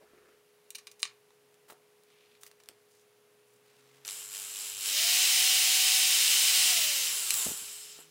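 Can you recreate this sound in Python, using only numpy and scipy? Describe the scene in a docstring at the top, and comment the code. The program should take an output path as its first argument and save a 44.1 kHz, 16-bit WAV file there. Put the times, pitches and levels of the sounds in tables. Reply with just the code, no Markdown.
"""Soft rubs of skin come first, close to two microphone ports; hiss, a steady hum and low drones,
mostly a far engine's, lie under everything. A steel guide drops into a bushing on a hinge: each blow
excites damped modes of the steel. A mains drill creeps on a half-pressed trigger, runs up, bores a pilot
hole in wood and coasts down: one shaft angle drives gear and fan noise, brush rub, whistle and rotor tones.
The guide falls on the hinge and the fan's exhaust puffs at the microphone; a small workshop echoes."""
import sys
import numpy as np
from scipy import signal
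from scipy.fft import rfft, irfft
from scipy.io import wavfile
from scipy.ndimage import uniform_filter1d

SR = 44100
rng = np.random.default_rng(int(sys.argv[2]) if len(sys.argv) > 2 else 0)


def dump_mix(stems):
    """Bounce the given channels to the path in sys.argv[1] as a 16-bit WAV at rate SR."""
    frames = np.atleast_2d(stems).T  # one column per channel
    limited = np.clip(frames, -1, 1)  # hard clip at full scale
    pcm = np.round(limited * 32767).astype(np.int16)
    wavfile.write(sys.argv[1], SR, pcm)


N = 357210  # samples
TIME = np.arange(N) / SR  # s
HZ = np.fft.rfftfreq(4096, 1 / SR)  # frequency grid of the filters


def amp(db):
    """Level law: 20 dB is a factor of ten in amplitude."""
    return 10 ** (np.asarray(db) / 20)


def unit(x):
    """Power normalisation: scales to rms 1."""
    return x / np.sqrt(np.mean(x ** 2) + 1e-20)


def read(points, hz=HZ):
    """Interpolation on a logarithmic frequency axis, flat beyond the ends."""
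    f, value = np.transpose(points)
    return np.interp(np.log(hz + 1), np.log(f + 1), value)


def curves(rows):
    """Linear interpolation in time: one value a sample for each column."""
    s, *columns = np.transpose(rows)
    return [np.interp(TIME, s, column) for column in columns]


def bumps(peaks):
    """Resonance: each peak lifts the gain in dB along a bell over frequency."""
    return sum(db / (1 + (2 * (HZ - hz) / width) ** 2) for hz, width, db in peaks)


def colour(x, db, keep_power=True):
    """Minimum-phase filtering: a causal filter built from its gain in dB alone."""
    log_gain = np.log(amp(np.maximum(db, -100)))
    circle = np.concatenate([log_gain, log_gain[-2:0:-1]])
    taps = np.fft.ifft(np.exp(np.conj(signal.hilbert(circle)))).real
    if keep_power:  # white noise keeps its rms; only the shape of the gain counts
        taps = taps / np.linalg.norm(taps)
    return signal.oaconvolve(x, taps)[:len(x)]


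def tilt(db_per_octave):
    """Spectral slope about 4 kHz, level below 500 Hz."""
    return db_per_octave * np.log2(np.maximum(HZ, 500) / 4000)


def wander(rate_hz):
    """Random modulation: low-passed noise of rms 1."""
    spectrum = rfft(rng.standard_normal(N))
    low_pass = 1 / (1 + (np.fft.rfftfreq(N, 1 / SR) / rate_hz) ** 4)
    return unit(irfft(spectrum * low_pass, N))


def add(mix, s, sound):
    """Superposition: adds a sound in place from its start time."""
    part = mix[max(round(s * SR), 0):][:len(sound)]
    part += sound[:len(part)]


def at_level(x, db):
    """Short-time level: sets the rms of the loudest two milliseconds."""
    return amp(db) * x / np.sqrt(uniform_filter1d(x ** 2, size=88).max())


def contact(length_s, grit=0.17):
    """Impact and friction: a sharp first touch, then a scrape that dies exponentially."""
    t = TIME[:SR // 8]
    length_ms = max(length_s * 1000, .1)
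    scrape = rng.standard_normal(len(t)) * np.exp(-1000 * t / length_ms)
    return (t == 0) + grit * np.sqrt(length_ms) * scrape


# spectrum of the hiss: (frequency [Hz], relative density [dB per Hz])
HISS_SPECTRUM = [(20, -39), (64, -31), (120, -12), (340, -13), (450, -9.5), (600, -11.5), (1600, -15.5),
                 (2800, -16), (3300, -18.5), (8000, -23), (10600, -20), (12500, -19.5), (15500, -27.5)]


def hiss(rms_db=-68):
    """Stationary noise: white noise shaped by a fixed spectrum."""
    return amp(rms_db) * colour(rng.standard_normal(N), read(HISS_SPECTRUM))


# steady hum: (frequency [Hz], rms level [dB])
HUM_TONES = [(417, -68), (492, -80)]


def steady_hum():
    """Phase modulation: sines of constant level whose phase wanders by 0.16 rad rms."""
    out = np.zeros(N)
    phase = 0.16 * wander(6.8)
    for hz, db in HUM_TONES:
        out += amp(db) * np.sqrt(2) * np.sin(2 * np.pi * hz * TIME + phase)
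    return out


# low drones, one row a point: a far engine, and near 4.8 s the drill motor's mains hum
# (time [s], mean fundamental [Hz], mean peak level of the fundamental [dB])
DRONE_COURSE = [(0, 75, -86), (.35, 66, -86), (.6, 100, -104), (1.15, 125, -82.5), (2.1, 156, -84),
                (2.5, 110, -85), (3.1, 114, -84), (3.7, 128, -80), (3.95, 133, -70.5), (4.5, 137, -77),
                (4.8, 101, -68.5), (5.3, 112, -88), (6.1, 113, -74), (6.7, 112, -63), (7.1, 113, -78),
                (7.7, 116, -76), (7.95, 150.4, -72.5), (8.1, 160, -69)]


def low_drones(second_db=-5):
    """Frequency modulation: a gliding fundamental and its second harmonic, both unsteady."""
    hz, db = curves(DRONE_COURSE)
    angle = 2 * np.pi * np.cumsum(hz * (1 + 0.017 * wander(17))) / SR
    harmonics = np.sin(angle) + amp(second_db) * np.sin(2 * angle)
    return amp(db + 2 * wander(5.1)) * harmonics


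# skin and steel sliding on wood and metal; the narrowest bands sound almost like tones:
# (time [s], length [s], rms level before the fades [dB], centre [Hz], width [octaves])
RUB_STROKES = [(0, 0.052, -62, 470, 0.43), (0, .4, -71, 1370, 0.38), (0.058, 0.35, -69, 433, 0.32),
               (1.679, 0.047, -59, 1100, 0.92), (1.679, .06, -57.5, 11000, 1.3),
               (2.047, 0.36, -69.5, 2800, 0.44), (2.404, 0.093, -58, 13000, 1.8),
               (2.868, 0.18, -71, 6000, .7), (3.456, 0.13, -73, 8000, .7), (3.58, 0.67, -68, 2150, 1.2),
               (7.62, .36, -59.5, 5230, .015), (7.702, 0.14, -52, 8350, 0.036)]


def rubs():
    """Sliding friction: grainy noise, band-passed for each stroke and faded at both ends."""
    out = np.zeros(N)
    grains = rng.standard_normal(N) * amp(3.4 * wander(120))
    for s, length_s, db, hz, octaves in RUB_STROKES:
        stroke = grains[max(round(s * SR), 0):][:round(length_s * SR)]
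        band = -20 * np.log10(1 + (np.log2((HZ + 1) / hz) / octaves) ** 2 / 2)
        fades = signal.windows.tukey(len(stroke), .35)
        add(out, s, amp(db) * unit(colour(stroke, band)) * fades)
    return out


# small dry ticks of fingers and tool:
# (time [s], level of the loudest 2 ms [dB], brightness [dB per octave], scrape decay time [s])
TICK_EVENTS = [(0.135, -54, -11, .002), (1.306, -57.5, 0.5, .002), (1.543, -57, 6, .001),
               (1.7, -45.5, -2.5, 0.0054), (1.723, -44.5, -3, 0.0013), (2.0359, -54, 10, 0.0011),
               (2.103, -58, 1, .003), (2.434, -40, 6.5, 0.0019), (2.465, -42.5, 7, 0.0032),
               (2.5143, -48.5, 5.5, 0.0017), (2.601, -55.5, 3.5, 0.0058), (2.636, -52.5, 7, .003),
               (2.6595, -54, 5, .001), (2.6882, -33.5, 7, 0.00082), (2.695, -53, -9, .002),
               (2.713, -60, -8, .004), (7.575, -30, 11, .0005), (7.989, -47.5, -10.5, 0.0041)]
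# their common spectrum before the brightness: (frequency [Hz], relative density [dB per Hz])
TICK_SPECTRUM = [(100, -12.5), (400, 2.5), (1500, 4.5), (5000, -4), (10000, -14), (16000, -20.5)]


def ticks():
    """Non-resonant impact: a touch and its scrape, shaped by a broad spectrum."""
    out = np.zeros(N)
    for s, db, bright, length_s in TICK_EVENTS:
        tick = colour(contact(length_s), read(TICK_SPECTRUM) + tilt(bright))
        add(out, s, at_level(tick, db))
    return out


# modes of guide and hinge: (frequency [Hz], initial level [dB], 60 dB decay time [s])
STEEL_MODES = [(1150, -12, 0.018), (1940, -10, 0.012), (2440, -2.5, 0.014), (2820, -3, 0.012),
               (3000, -9.5, 0.013), (3670, -4, 0.012), (3980, -5, 0.015), (4370, -11, 0.021),
               (4970, -6.5, .018), (5700, -4.5, 0.008), (6420, -6, 0.008), (7560, -15, 0.015),
               (8650, -7, 0.0097), (10270, -13.5, 0.0098)]
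# steel on steel, from the guide and the jolting chuck: (time [s], level of the loudest 2 ms [dB],
# brightness [dB per octave], scrape decay time [s], top of the blow's spectrum [Hz])
STEEL_BLOWS = [(0.7053, -35, 6, 0.0024, 15000), (.749, -41, 2.5, 0.0048, 15000),
               (0.7531, -37, 4, 0.0057, 15000), (.784, -45.5, 1, 0.0076, 14000),
               (0.87, -41, 0.5, 0.0042, 15000), (0.877, -48, 0, 0.0035, 15000),
               (0.9145, -48, 3.5, 0.0065, 15000), (.9952, -50, 6, 0.0039, 13000),
               (1.001, -50, 5, .007, 13000), (1.019, -46, 10, 0.02, 12000),
               (1.0303, -17, 2.5, 0.00052, 8000), (1.0538, -32.5, 1.5, 0.00028, 7000),
               (1.0645, -47, 1, 0.00081, 7000), (4.0498, -39.5, 1.5, .003, 15000),
               (4.0787, -34, 2, 0.0012, 11000), (4.0886, -39, 0, .001, 11000),
               (4.0986, -36, 7, 0.00084, 11000), (4.1086, -46, 7, .001, 11000),
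               (4.318, -46, -1, .0006, 11000), (7.3063, -16, 5.5, 0.0014, 12000),
               (7.3411, -19.5, 6.5, 0.00084, 15000)]


def steel_taps(crack=2.2):
    """Modal excitation: the guide seats, the chuck jolts and the guide falls, each ringing the steel modes."""
    t, out = TIME[:SR // 8], np.zeros(N)
    ring = crack * (t == 0)  # the direct crack of the blow
    for hz, db, t60 in STEEL_MODES:
        ring = ring + amp(db - 60 * t / t60) * np.cos(2 * np.pi * hz * t)
    ring = signal.sosfilt(signal.butter(2, 900, "high", fs=SR, output="sos"), ring)
    for s, db, bright, length_s, top_hz in STEEL_BLOWS:
        softness = -10 * np.log10(1 + (HZ / top_hz) ** 8)
        blow = signal.fftconvolve(contact(length_s), ring)[:len(t)]
        add(out, s, at_level(colour(blow, tilt(bright) + softness), db))
    return out


def tone(turns, multiple, waver):
    """Order tone: one multiple of shaft speed at rms 1; bearing play wavers its phase by waver rad rms."""
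    return np.sqrt(2) * np.sin(2 * np.pi * multiple * turns + waver * wander(25))


def scuff(turns, speed, size=512, order=4):
    """Cyclic repetition: a worn track read once a turn gives a dense stack of lines that glides with speed."""
    track = signal.resample(rng.standard_normal(size), size * order)
    fine_turns = np.interp(np.arange(N * order) / order, np.arange(N), turns)
    played = np.interp(fine_turns % 1 * len(track), np.arange(len(track)), track)
    # make up the power lost above the audible band when the track runs fast
    return signal.resample_poly(played, 1, order) * np.sqrt(np.maximum(speed * size / SR, 1))


# phase-cut trigger: (time [s], strength of the mains buzz [0-1])
TRIGGER_CHOP = [(4.04, 1), (4.11, 0.6), (4.15, 0), (4.28, 0.3), (4.32, 0.4), (4.38, 0.4), (4.44, 0.25),
                (4.51, 0), (4.55, .6), (4.63, 0), (4.72, 0.27), (4.79, 0.3), (4.9, 0.15), (5.1, 0.03),
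                (6.7, 0)]


def mains_kicks(mains_hz=50, buzz=6, spark_s=0.0016):
    """Phase-cut control: every half wave of the mains kicks the motor, at constant mean power."""
    chop, = curves(TRIGGER_CHOP)
    since_kick = (TIME - 4.0786) % (1 / (2 * mains_hz))
    kicks = 1 + buzz * chop * np.exp(-since_kick / spark_s)
    return kicks / np.sqrt(uniform_filter1d(kicks ** 2, size=441))


# spectrum of the whirr: (frequency [Hz], relative density [dB per Hz])
WHIRR_SPECTRUM = [(25, -66), (65, -53), (110, -25.5), (300, -26.5), (550, -21), (1000, -16), (1500, -14),
                  (2100, -3), (2700, 0), (3500, -4.5), (6500, 0.5), (8500, -2), (10500, -4), (13000, -4),
                  (16000, -6)]
# housing resonances: (frequency [Hz], width [Hz], lift [dB])
HOUSING_MODES = [(2820, 130, 3), (3083, 365, 7), (3715, 460, 5.5), (4166, 390, 4), (4570, 150, -1.5),
                 (5080, 870, 4.5), (7750, 130, 1.5), (9480, 140, -1.5)]


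def gear_and_fan(turns, speed, repeats, kicks, flicker_db=0.34, roughness_db=1.0):
    """Noise through resonances: gear scuff and the fan's rush, coloured by the housing."""
    # fast random level changes roughen the rush of the fan
    rush_level = roughness_db * wander(2500) + flicker_db * wander(75)
    rush = unit(rng.standard_normal(N) * amp(rush_level))
    gears = np.sqrt(repeats / 2) * scuff(turns, speed) + np.sqrt(1 - repeats / 2) * rush
    return colour(gears * kicks, read(WHIRR_SPECTRUM) + bumps(HOUSING_MODES))


# spectrum of the brush rub: (frequency [Hz], relative density [dB per Hz])
BRUSH_SPECTRUM = [(200, -26.5), (1500, -8.5), (4000, -35), (6200, -12.5), (7500, -3), (9000, -3),
                  (10300, -3.5), (13000, -1.5), (16000, -32)]
# brush holder resonances: (frequency [Hz], width [Hz], lift [dB])
HOLDER_MODES = [(4860, 400, 3), (7050, 500, 5), (7650, 700, 9), (10100, 350, 3)]


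def brush_rub(turns, speed, repeats, kicks):
    """Friction noise: a turn-by-turn scuff mixed with white noise, coloured by the brush holders."""
    rub = np.sqrt(repeats) * scuff(turns, speed)
    rub = rub + np.sqrt(1 - repeats) * rng.standard_normal(N)
    return colour(rub * kicks, read(BRUSH_SPECTRUM) + bumps(HOLDER_MODES))


# whistle of the 24 commutator bars, with side tones from the two poles:
# (multiple of shaft speed, level against the others [dB])
WHISTLE_ORDERS = [(24, -12), (46, -17), (48, -12), (50, -25), (70, -26), (72, -18), (94, -22), (96, -14),
                  (120, -19)]
# radiation of the whistle by the motor: (frequency [Hz], gain [dB])
MOTOR_RADIATION = [(1000, -35), (3000, -14), (3800, -4), (5500, -4), (7500, 1), (9000, 1), (12500, 0),
                   (15000, 4)]


def commutator_whistle(turns, speed, brush_level):
    """Bar passing: tones at bar-rate multiples follow the shaft, weighted by radiation."""
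    whistle = np.zeros(N)
    for multiple, db in WHISTLE_ORDERS:
        hz = multiple * speed
        level = brush_level + db + read(MOTOR_RADIATION, hz) + 2 * wander(18) - 1
        below_nyquist = np.clip((SR / 2 - hz) / 4000, 0, 1)
        whistle += amp(level) * tone(turns, multiple, .8) * below_nyquist
    # a slow rotor only rubs; the whistle sets in with speed
    return whistle * np.minimum(speed / 160, 1) ** 1.5


# tones of rotor, gears and fan: (multiple of shaft speed, level against the whirr column at top speed [dB])
ROTOR_ORDERS = [(2, -25.5), (4, -26.5), (5.28, -30), (6, -24), (6.39, -28), (7.17, -24), (8, -22),
                (11, -22), (14, -25), (20, -21)]


def rotor_tones(turns, fast, whirr_level):
    """Order analysis: rotor, gears and fan sound at fixed multiples of shaft speed."""
    tones = sum(amp(db) * tone(turns, k, .06 * k) for k, db in ROTOR_ORDERS)
    return tones * fast ** 2 * amp(whirr_level + wander(8))


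# motor shaft: (time [s], mean speed [turns per s])
SHAFT_SPEED = [(4.04, 5), (4.14, 70), (4.22, 72), (4.31, 56), (4.39, 98), (4.52, 76), (4.62, 118),
               (4.77, 100), (4.82, 172), (4.87, 210), (4.92, 262), (4.98, 312), (5.02, 336), (5.1, 359),
               (5.2, 370), (5.3, 375.8), (5.6, 377.4), (6.0, 376.5), (6.25, 373.2), (6.7, 370), (6.76, 349),
               (6.82, 325), (6.9, 296), (7.0, 263.5), (7.1, 232.5), (7.2, 204.5), (7.3, 178.5),
               (7.4, 152.6), (7.5, 127), (7.6, 103), (7.8, 60), (8.0, 20), (8.1, 3)]
# base levels, trimmed in drill(): (time [s], whirr of gears and fan [dB], rub of the brushes [dB])
DRILL_LEVELS = [(4.06, -57, -41), (4.085, -45, -40.5), (4.14, -48, -40.5), (4.22, -49.5, -41.5),
                (4.29, -53.5, -46), (4.35, -44, -39), (4.43, -47, -39), (4.51, -47, -41.5),
                (4.57, -43.5, -38), (4.68, -43, -37.5), (4.76, -45, -42), (4.88, -34, -30.5),
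                (4.97, -28.5, -40), (5.15, -26, -29), (5.8, -25.5, -29.5), (6.4, -26, -25.5),
                (6.68, -25.5, -24.5), (6.92, -30, -33), (7.05, -32, -30), (7.2, -37.5, -31.5),
                (7.29, -38, -31.5), (7.37, -37.5, -28), (7.45, -38.5, -29), (7.56, -46.5, -37),
                (7.7, -48, -42.5), (7.95, -54.5, -52.5), (8.01, -59.5, -47), (8.1, -64, -76)]


def drill(whirr_db=2, brush_db=-2, flutter=0.00056, fan_mask_db=-7):
    """Kinematic coupling: one shaft angle drives whirr, brush rub, whistle and rotor tones."""
    speed, = curves(SHAFT_SPEED)
    whirr_level, brush_level = curves(DRILL_LEVELS)
    turns = np.cumsum(speed * (1 + flutter * wander(24.98))) / SR
    fast = speed / speed.max()
    # at low speed the rub repeats turn by turn; at full speed rushing air takes over
    repeats = .5 - .44 * fast  # share of power
    kicks = mains_kicks()
    whirr = gear_and_fan(turns, speed, repeats, kicks) * amp(whirr_level + whirr_db)
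    rub_level = brush_level + brush_db + fan_mask_db * fast ** 2
    rub = brush_rub(turns, speed, repeats, kicks) * amp(rub_level)
    whistle = commutator_whistle(turns, speed, brush_level)
    tones = rotor_tones(turns, fast, whirr_level)
    onset = np.clip((TIME - 4.048) / 0.013, 0, 1)
    return (whirr + rub + whistle + tones) * onset


# puffs of air as the drill swings past: (time [s], length [s], level at full strength [dB])
PUFF_EVENTS = [(7.336, 0.0089, -51.5), (7.454, 0.0082, -53), (7.462, 0.0093, -37.5), (7.478, .019, -44),
               (7.499, 0.0236, -45), (7.533, 0.017, -60), (7.608, 0.032, -60)]
# their spectrum: (frequency [Hz], relative density [dB per Hz])
PUFF_SPECTRUM = [(25, -21), (70, 1), (320, 2.5), (550, -3), (900, -10), (2000, -55), (8000, -80)]


def puffs():
    """Turbulence: the fan's exhaust buffets the microphone as short bursts of low noise."""
    gust = np.zeros(N)
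    for s, length_s, db in PUFF_EVENTS:
        add(gust, s, amp(db) * signal.windows.tukey(round(length_s * SR), .5))
    return colour(gust * rng.standard_normal(N), read(PUFF_SPECTRUM))


# decay of the room: (frequency [Hz], 60 dB decay time [s])
ROOM_DECAY = [(200, .25), (1000, 0.32), (3500, 0.18), (7000, 0.16), (15000, 0.074)]


def echoes(x, size=SR // 2):
    """Reverberation: sparse reflections from bench and walls, each band dying at its own speed."""
    t = TIME[:size]
    arrivals = (rng.random(size) < 4000 / SR) * (t > .003)  # about 4000 a second, after 3 ms
    walls = rng.choice([-1, 1], size) * arrivals
    hz, frame_s, bands = signal.stft(walls, SR, nperseg=256)
    decay = amp(-60 * frame_s / read(ROOM_DECAY, hz)[:, None])
    tail = signal.istft(bands * decay, SR, nperseg=256)[1]
    return signal.fftconvolve(x, tail / np.linalg.norm(tail))[:N]


# difference between the two microphone ports: (frequency [Hz], side against mid [dB])
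PORT_WIDTH = [(60, -44), (500, -37), (1400, -38), (2800, -48), (4500, -38), (6000, -31), (9000, -32),
              (13000, -36)]


def scene(drill_wet_db=-15, knock_wet_db=-11):
    """Mid-side stereo: a shared mid, and a faint echoed side of opposite sign at the two ports."""
    background = hiss() + steady_hum() + low_drones()
    knocks = rubs() + ticks() + steel_taps()
    motor = drill()
    reflected = echoes(amp(drill_wet_db) * motor + amp(knock_wet_db) * knocks)
    mid = background + knocks + motor + reflected + puffs()
    side = colour(echoes(mid), read(PORT_WIDTH), keep_power=False)
    return np.array([mid + side, mid - side])


# microphone housing: (frequency [Hz], width [Hz], lift, negative for a notch [dB])
MIC_RESONANCES = [(10650, 500, 3), (11400, 650, -14), (13830, 300, -12)]


def record(dry, edge_hz=15860):
    """Transducer response: the microphone's housing shapes the treble, then a low-pass limits the band."""
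    heard = np.array([colour(port, bumps(MIC_RESONANCES), keep_power=False) for port in dry])
    low_pass = signal.firwin(511, edge_hz, window=("kaiser", 9), fs=SR)
    return signal.oaconvolve(heard, low_pass[None], "same")


dry = scene()
out = record(dry)
dump_mix(out)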